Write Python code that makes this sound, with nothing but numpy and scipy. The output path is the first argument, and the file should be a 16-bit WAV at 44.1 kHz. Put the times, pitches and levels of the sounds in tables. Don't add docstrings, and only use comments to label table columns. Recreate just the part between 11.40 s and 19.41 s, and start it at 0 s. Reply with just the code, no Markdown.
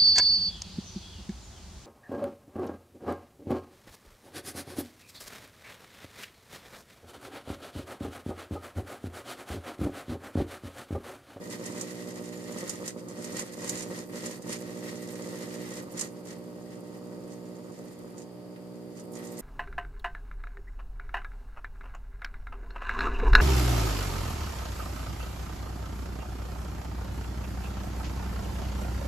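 import sys
import numpy as np
from scipy import signal
from scipy.fft import rfft, irfft, next_fast_len
from scipy.io import wavfile

SR = 44100
rng = np.random.default_rng(int(sys.argv[2]) if len(sys.argv) > 2 else 0)


def file_out(sig):
    cols = np.atleast_2d(sig).T
    lim = np.clip(cols, -1, 1)
    pcm = np.round(lim * 32767).astype(np.int16)
    wavfile.write(sys.argv[1], SR, pcm)


N = 353241
TIME = np.arange(N) / SR
SIZE = next_fast_len(N + SR)
FREQ = np.maximum(np.arange(SIZE // 2 + 1) * SR / SIZE, 1)
MAINS_HZ = 60.01

# (frequency [Hz], relative level [dB])
HISS_SPECTRUM = [(20, 2), (40, 6), (56, 17), (70, 16), (100, 21), (300, 27.5), (700, 18), (1500, 5),
                 (3300, 0), (4100, -3), (4750, 9), (5600, -5.5), (9000, -2.5), (14500, -5.5)]
# (peak time [s], length [s], level [dB])
WHISTLE_SWELLS = [(.15, 1.1, -66), (1.004, 0.3, -59), (6.1, 1.3, -72)]
# (time [s], level [dB])
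SIZZLE_LEVELS = [(0, -61), (1.45, -61), (1.55, -69), (1.8, -61), (4.35, -58), (4.5, -63), (5.5, -71),
                 (5.65, -69), (6.7, -67), (6.9, -80), (7.5, -72), (7.8, -61), (8, -54)]
# (frequency [Hz], width [Hz], relative level [dB])
TUBE_MODES = [(7075, 35, 1), (8340, 200, 0), (9070, 120, -3), (9890, 90, 2), (10080, 50, -1),
              (11600, 200, -8), (12300, 500, -5), (14000, 700, -10)]

# (frequency [Hz], relative level [dB])
FIZZ_SPECTRUM = [(300, -20), (700, -4), (1100, 0), (1450, -1), (2300, 0), (3300, -2), (4500, -1),
                 (6000, -3), (8000, -8), (10500, -13), (12800, -10.5), (14500, -16)]
# (frequency [Hz], relative level [dB])
CRACKLE_SPECTRUM = [(1000, -7), (3500, -7.5), (5000, -0.5), (6800, -0.5), (8500, -4), (9600, -9),
                    (12500, -20.5), (14500, -36)]
# (frequency [Hz], width [Hz], level against the fizz spectrum [dB])
CAP_MODES = [(1882, 46, 10.5), (1968, 30, 8), (2014, 34, 6.5), (4440, 100, -5)]
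# (frequency [Hz], width [Hz], level against the crackle spectrum [dB])
GLASS_MODES = [(5830, 50, -2), (6120, 28, -3), (6240, 36, 3), (6470, 70, 0), (6812, 55, 5), (6880, 45, 2),
               (6970, 60, 2), (7210, 25, 1), (7420, 60, -2), (7960, 32, -4), (8375, 45, 7), (8620, 60, -4),
               (9890, 66, -3), (12300, 200, -5)]
# (frequency [Hz], left minus right [dB])
TREBLE_BALANCE = [(1000, 10), (3000, -6.5), (4800, 4), (6200, 0.5), (7200, -11.5), (8500, -13.5),
                  (12000, -16.5), (14500, 5)]
# (time [s], level [dB])
FRYING_LEVELS = [(0, -53.5), (.6, -50), (1.08, -52), (1.42, -51.5), (1.54, -68), (1.66, -65), (1.8, -53),
                 (2.05, -49), (2.1, -56), (2.2, -52), (2.55, -52), (2.66, -68), (2.72, -64), (2.92, -51),
                 (3, -63), (3.15, -52), (4.38, -47.5), (4.47, -61), (5.1, -63.5), (6.65, -63), (6.9, -70),
                 (7.72, -67.5), (7.77, -54), (8, -55.5)]
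# (peak time [s], length [s], fizz level [dB], crackle level [dB])
SPUTTERS = [(0.126, 0.035, -48, -47), (0.267, 0.054, -43, -47), (0.388, 0.071, -46, -47),
            (0.512, 0.022, -48, -48), (1.187, 0.069, -46.5, -48), (1.292, 0.046, -44.5, -60),
            (1.342, 0.036, -54, -50), (1.477, 0.043, -42, -46), (1.598, 0.03, -50, -52),
            (1.706, 0.027, -54, -49.5), (1.85, 0.1, -51.5, -52), (1.992, 0.044, -38, -41),
            (2.137, 0.024, -51, -51), (2.259, 0.07, -44.5, -43), (2.376, 0.097, -43.5, -43.5),
            (2.572, 0.074, -45, -46), (2.784, 0.064, -44, -50), (2.862, 0.039, -43.5, -45),
            (2.919, 0.052, -46, -47), (3.02, 0.013, -73, -52), (3.125, 0.053, -39.5, -40.5),
            (3.494, 0.047, -44, -49.5), (4.37, 0.064, -53, -47.5), (4.61, 0.069, -43.5, -46.5),
            (4.898, 0.055, -48.5, -53), (5.331, 0.029, -55, -70), (5.55, .03, -57, -70),
            (5.93, 0.037, -60, -55), (6.36, 0.044, -60, -57), (6.484, 0.017, -59, -55.5),
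            (6.804, 0.035, -61, -50), (7.587, 0.036, -58, -54), (7.756, 0.015, -65, -58),
            (7.99, 0.03, -55, -50.5)]
# (time [s], drive level [dB], tick drive against the snap's [dB])
GLASS_SNAPS = [(.1012, -37, -11), (.1276, -41, -11), (.2608, -31, -11), (.3785, -37, -11),
               (.411, -25.5, -11), (1.1223, -38, -11), (1.1842, -32, -11), (1.2775, -34, -17),
               (1.2945, -21, -7), (1.4606, -34, -16), (1.478, -24, -6), (1.6846, -40, -6),
               (1.8442, -30, -9), (1.926, -38, -11), (1.9674, -29, -11), (1.9944, -25, -11),
               (2.2438, -32, -13), (2.2772, -32, -13), (2.2938, -20, -4), (2.3775, -33, -13),
               (2.394, -33, -11), (2.4269, -33, -15), (2.8599, -28, -11), (2.9103, -36, -11),
               (3.0225, -41, -5), (3.093, -34, -11), (3.1273, -26.5, -11), (4.577, -31, -15),
               (4.5935, -23, -8), (4.6104, -20.5, -8), (6.7805, -41, -7), (7.5966, -43, -8),
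               (7.7353, -43, -8), (7.7538, -39, -9), (7.8495, -43, -9), (7.872, -41, -9), (7.9703, -44, -9)]
# (time [s], drive level [dB])
DULL_POPS = [(2.695, -44), (3.043, -46), (7.16, -46), (7.795, -44)]

# (time into the mains cycle [s], strength [ratio])
CYCLE_KNOCKS = [(.0025, .9), (.0133, 1)]
# (frequency [Hz], relative level [dB])
KNOCK_SPECTRUM = [(30, -24), (80, -25), (100, -1.5), (230, 3.5), (350, -2), (520, 2.5), (600, 2),
                  (660, -10.5), (1250, -4), (1500, -11.5), (4000, -64)]
# (relative level left [dB], relative level right [dB])
HUM_HARMONICS = [(-35, -32), (-13, -8), (-2, -1.5), (-13, -2), (-7.5, -3), (-9, -1.5), (-8, -9), (-7.5, -4),
                 (-13, -9.5), (-11, -8.5), (-21, -21), (-16, -18), (-18, -20), (-24, -28), (-15, -17),
                 (-23, -25), (-26, -26), (-26, -23), (-26, -21), (-26, -25), (-25, -23), (-32, -32)]
# (frequency left [Hz], frequency right [Hz], width [Hz])
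FIXTURE_MODES = [(226, 153, 350), (435, 385, 120)]
# (frequency [Hz], width [Hz], relative level left [dB], relative level right [dB])
HOUSING_MODES = [(88, 14, -21, -15), (104, 12, -15, -9), (133, 17, -18, -15), (170, 6, -13, -7),
                 (208, 20, -14, -14), (229, 20, -7, 0), (279, 20, -10, -12), (309, 12, -10, -8),
                 (349, 13, -3, -4), (373, 10, -14, -17), (411, 20, -13, -12), (469, 20, -17, -8),
                 (488, 20, -13, -20), (523, 11, -3, -2.5), (586, 20, -9, -7), (698, 21, -14, -17),
                 (754, 77, -22, -26), (882, 40, -10, -11), (951, 40, -14, -14), (1076, 40, -18, -10),
                 (1150, 45, -19, -14), (1228, 20, -25, -26)]
# (time [s], strike delay [ms], gain above harmonic 10 [dB], gain of harmonics 4, 6 and 8 [dB])
ARC_SEAT = [(0, 0.0039, -6, .5), (4.3, -0.16, -5.5, 0.5), (4.9, 0.37, -4.5, -1.5), (6.72, -0.17, -5, 0),
            (6.8, 0.5, -1, 4), (6.92, 0.15, -3.5, -5.5), (7.52, -0.67, -6, 0.5), (7.61, -.37, -7, -4.5),
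            (7.73, -0.56, 0, 2.5), (8.01, -0.31, 0, 1.5)]
# (time [s], level [dB], unrest [0-1])
BALLAST_CURRENT = [(0, -39.7, 0.72), (.36, -41.5, 0.71), (.58, -40, 0.44), (.78, -40.5, 0.7),
                   (.95, -40, .48), (1.18, -45.5, 0.73), (1.6, -43, 0.67), (2.1, -40.5, 0.79),
                   (2.45, -39, 0.6), (2.92, -43.5, 0.73), (3.22, -39.5, 0.59), (4.1, -39, 0.59),
                   (4.42, -41.5, 0.76), (4.7, -42, 0.62), (5.2, -42, .54), (6.1, -41.5, 0.49),
                   (6.3, -45, 0.63), (6.55, -41, 0.52), (6.72, -44.5, 0.72), (6.92, -43.5, 0.3),
                   (7.11, -42.5, 0.2), (7.15, -43.5, .6), (7.24, -42.7, 0.2), (7.46, -42, .26),
                   (7.6, -42.2, 0.57), (7.75, -41, 0.49)]
# (peak time [s], length [s], rise [dB])
SURGES = [(0.091, 0.02, 1), (0.223, 0.031, 1), (0.303, 0.023, 5), (0.374, 0.039, 4), (0.447, 0.023, 2),
          (0.544, 0.026, 1), (0.81, 0.029, 1), (1, 0.022, 2.5), (1.103, 0.065, 5.0), (1.165, 0.042, 7),
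          (1.239, 0.062, 6.5), (1.342, 0.025, 6.5), (1.424, 0.066, 6), (1.572, 0.022, 4.5),
          (1.68, 0.019, 3.5), (1.803, 0.034, 5.5), (1.88, 0.019, 3), (1.951, 0.044, 6), (2.02, 0.034, 3),
          (2.21, 0.099, 1.5), (2.337, 0.041, 5.0), (2.507, 0.029, 4), (2.6, 0.022, 4.5), (2.748, 0.041, 4),
          (2.845, 0.029, 7.5), (2.882, 0.048, 4), (3.08, 0.07, 5.5), (3.448, 0.019, 3.5), (4.212, 0.044, 4),
          (4.31, 0.048, 3), (4.392, 0.029, 6.0), (4.482, 0.028, 2.5), (4.559, 0.051, 4.5),
          (4.643, 0.033, 4.5), (6.315, 0.05, 5.5), (6.417, 0.077, 1)]
# (strike time [s], length [s], depth [dB])
DROPOUTS = [(0.056, 0.018, 8), (2.098, 0.07, 5), (2.169, 0.02, 6.5), (2.687, 0.055, 6), (3.039, 0.021, 11),
            (4.371, 0.024, 2.5), (4.52, 0.035, 7.5), (6.378, 0.037, 7), (6.59, 0.075, 8), (6.724, 0.013, 0),
            (7.547, 0.022, 4)]


def undb(db):
    return 10 ** (np.asarray(db) / 20)


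def unit(x):
    return x / np.sqrt(np.mean(x ** 2))


def curves(table):
    times, *columns = np.transpose(table)
    return [np.interp(TIME, times, column) for column in columns]


def swell(centre_s, length_s):
    distance = np.minimum(np.abs(2 * (TIME - centre_s) / length_s), 10)
    return np.exp(-np.log(2) * distance ** 2)


def colour(points):
    hz, db = np.transpose(points)
    return undb(np.interp(np.log(FREQ), np.log(hz), db))


def resonances(modes):
    return sum(undb(db) / (1 + 1j * (FREQ / hz - hz / FREQ) * hz / width) for hz, width, db in modes)


def filtered(x, response):
    return irfft(rfft(x, SIZE) * response)[..., :N]


def wobble(hz, width_hz):
    return unit(filtered(rng.standard_normal(SIZE), resonances([(hz, width_hz, 0)]) ** 2))


def impulses(times, sizes):
    return np.bincount(np.clip(times * SR, 0, N).astype(int), sizes, N + 1)[:N]


def smear(energy, decay_s):
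    keep = np.exp(-1 / (decay_s * SR))
    return signal.lfilter([1 - keep], [1, -keep], energy)


def mic_delay(lag_ms):
    return np.exp(-2j * np.pi * FREQ * np.array([[lag_ms / 1000], [0]]))


def echoes(t60_s, db):
    tail = rng.standard_normal((2, SR)) * np.exp(-np.log(1000) * TIME[:SR] / t60_s)
    return undb(db) * rfft(tail / np.sqrt(np.sum(tail ** 2) / 2), SIZE)


def room_hiss(db=-51, shared=.38):
    noise = rng.standard_normal((2, N)) + shared * rng.standard_normal(N)
    return undb(db) * unit(filtered(noise, colour(HISS_SPECTRUM)))


def room_drone(hz=132.0, db=-63):
    return undb(db) * np.sin(2 * np.pi * hz * TIME)


def arc_whistle(hz=7090, width_hz=70, left_db=-7):
    envelope = sum(undb(db) * swell(s, length) for s, length, db in WHISTLE_SWELLS)
    return wobble(hz, width_hz) * envelope * undb([[left_db], [0]])


def sparks(per_s, spread_db, bunching, decay_s, peak_s=.0065):
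    when, size = rng.uniform(0, 1, (int(per_s * N / SR), 2)).T
    energy = impulses(when * N / SR, undb(spread_db * size ** 2) ** 2)
    phase = 2 * np.pi * MAINS_HZ * (TIME - peak_s)
    return smear(energy * np.exp(bunching * (np.cos(phase) + np.cos(2 * phase))), decay_s)


def bursts(events, decay_s):
    times, db = np.transpose(events)
    return smear(impulses(times, undb(db) ** 2), decay_s) * decay_s * SR


def shaped_noise(energy, room_db, room_s=.013, shared=.41):
    noise = rng.standard_normal((2, N)) + shared * filtered(rng.standard_normal(N), mic_delay(.256))
    return unit(noise) * np.sqrt(energy + undb(room_db) ** 2 * smear(energy, room_s))


def arc_sizzle(waver_db=4.5, left_db=-7):
    ticks = sparks(per_s=1400, spread_db=16, bunching=.6, decay_s=.0006)
    sound = unit(filtered(shaped_noise(ticks, room_db=-9), resonances(TUBE_MODES)))
    level_db = curves(SIZZLE_LEVELS)[0] + waver_db * wobble(13, 8.6)
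    return sound * undb(level_db) * undb([[left_db], [0]])


def frying_gains(waver_db=1.0, crackle_offset_db=-4.5, spit_db=2):
    frying_db = curves(FRYING_LEVELS)[0] + waver_db * wobble(10.2, 12.0)
    fizz_power = undb(frying_db) ** 2
    crackle_power = undb(frying_db + crackle_offset_db + spit_db * wobble(5.6, 21)) ** 2
    for s, length, fizz_db, crackle_db in SPUTTERS:
        sputter = swell(s, length)
        fizz_power += sputter * undb(fizz_db) ** 2
        crackle_power += sputter * undb(crackle_db) ** 2
    return np.sqrt(fizz_power), np.sqrt(crackle_power)


def dull_pops(response):
    pops = shaped_noise(bursts(DULL_POPS, decay_s=.005), room_db=-6)
    return filtered(pops, response * colour([(2500, 0), (6000, -10)]))


def glass_snaps(glass):
    ticks = bursts([(s, db + tick_db) for s, db, tick_db in GLASS_SNAPS], decay_s=.0015)
    brightness = undb(4) * colour([(4000, -14), (7000, -7), (10000, 0), (12000, 6), (14500, 19)])
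    tick = filtered(shaped_noise(ticks, room_db=-12), glass * brightness)
    rings = bursts([(s, db) for s, db, _ in GLASS_SNAPS], decay_s=.0043)
    ring = filtered(shaped_noise(rings, room_db=-10), glass * colour([(4000, -5), (6500, -1)]))
    return tick + ring


def electrode():
    fizz_gain, crackle_gain = frying_gains()
    balance = np.sqrt(colour(TREBLE_BALANCE)) ** np.array([[1], [-1]])
    path_to_mics = balance * (1 + echoes(t60_s=.04, db=-12))
    fizz_response = colour(FIZZ_SPECTRUM) * (1 + resonances(CAP_MODES)) * path_to_mics
    glass = colour(CRACKLE_SPECTRUM) * (1 + resonances(GLASS_MODES)) * path_to_mics
    fine = sparks(per_s=1500, spread_db=18, bunching=.75, decay_s=.0008)
    coarse = sparks(per_s=700, spread_db=18, bunching=.6, decay_s=.0013)
    fizz = unit(filtered(shaped_noise(fine, room_db=17), fizz_response)) * fizz_gain
    crackle = unit(filtered(shaped_noise(coarse, room_db=-7), glass)) * crackle_gain
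    return fizz + crackle + glass_snaps(glass) + dull_pops(fizz_response)


def dropout_db(strike_s=.002):
    return sum(db * swell(s, 2 * length) * (1 - np.tanh((TIME - s) / strike_s)) / 2
               for s, length, db in DROPOUTS)


def ballast_rattle(roughness, jitter_s=.00053, size_spread=.39, bright_roughness=.35):
    cycles = np.arange(0, N / SR, 1 / MAINS_HZ)
    erratic = np.interp(cycles, TIME, roughness) ** 2
    flutter = np.interp(cycles, TIME, wobble(hz=14.8, width_hz=4))
    knocks = 0
    for s, size in CYCLE_KNOCKS:
        timing, direction, force = rng.uniform(-1, 1, (len(cycles), 3)).T
        kick = np.sign(direction) * (1 + size_spread * force)
        strength = size * (np.sqrt(erratic) * kick + np.sqrt(1 - erratic) * np.tanh(2 * flutter))
        knocks += impulses(cycles + s + jitter_s * erratic * timing, strength)
    housing = np.array([resonances([(hz, width, db[side]) for hz, width, *db in HOUSING_MODES])
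                        for side in range(2)])
    room = echoes(t60_s=.14, db=-8) * colour([(550, -3), (800, 0)])
    bright = filtered(knocks, housing * colour(KNOCK_SPECTRUM) * (mic_delay(.22) + room))
    dull = filtered(bright, colour([(600, 0), (700, -7)]))
    hardness = np.minimum(roughness / bright_roughness, 1) ** 2
    return unit(dull + hardness * (bright - dull))


def ballast_hum(left_lag_s=.00011, phase_shift_rad=.7):
    strike_ms, edge_db, even_db = curves(ARC_SEAT)
    time = TIME - strike_ms / 1000 - np.array([[left_lag_s], [0]])
    modes = [(np.array([[left], [right]]), width) for left, right, width in FIXTURE_MODES]
    hum = 0
    for k, db in enumerate(HUM_HARMONICS, 1):
        hz = k * MAINS_HZ
        knock_pair = sum(size * np.exp(-2j * np.pi * hz * s) for s, size in CYCLE_KNOCKS)
        lag = sum(np.arctan((hz / mode_hz - mode_hz / hz) * mode_hz / width) for mode_hz, width in modes)
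        phase = np.angle(knock_pair) - lag + phase_shift_rad
        seat_db = edge_db if k > 10 else even_db if k in (4, 6, 8) else 0
        hum -= undb(seat_db) * undb(db)[:, None] * np.cos(2 * np.pi * hz * time + phase)
    return unit(hum)


def ballast(flicker_db=.04, unrest_per_db=.013):
    level_db, unrest = curves(BALLAST_CURRENT)
    surge_db = sum(db * swell(s, length) for s, length, db in SURGES)
    roughness = np.clip(unrest + unrest_per_db * surge_db, 0, .97) ** 1.6
    sound = np.sqrt(1 - roughness ** 2) * ballast_hum() + roughness * ballast_rattle(roughness)
    return sound * undb(level_db + surge_db - dropout_db() + flicker_db * roughness * wobble(19, 13))


def scene():
    return ballast() + electrode() + arc_sizzle() + arc_whistle() + room_drone() + room_hiss()


def record(dry):
    lowpass = signal.ellip(10, .2, 80, 14550, fs=SR, output="sos")
    return signal.sosfilt(lowpass, dry)


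dry = scene()
out = record(dry)
file_out(out)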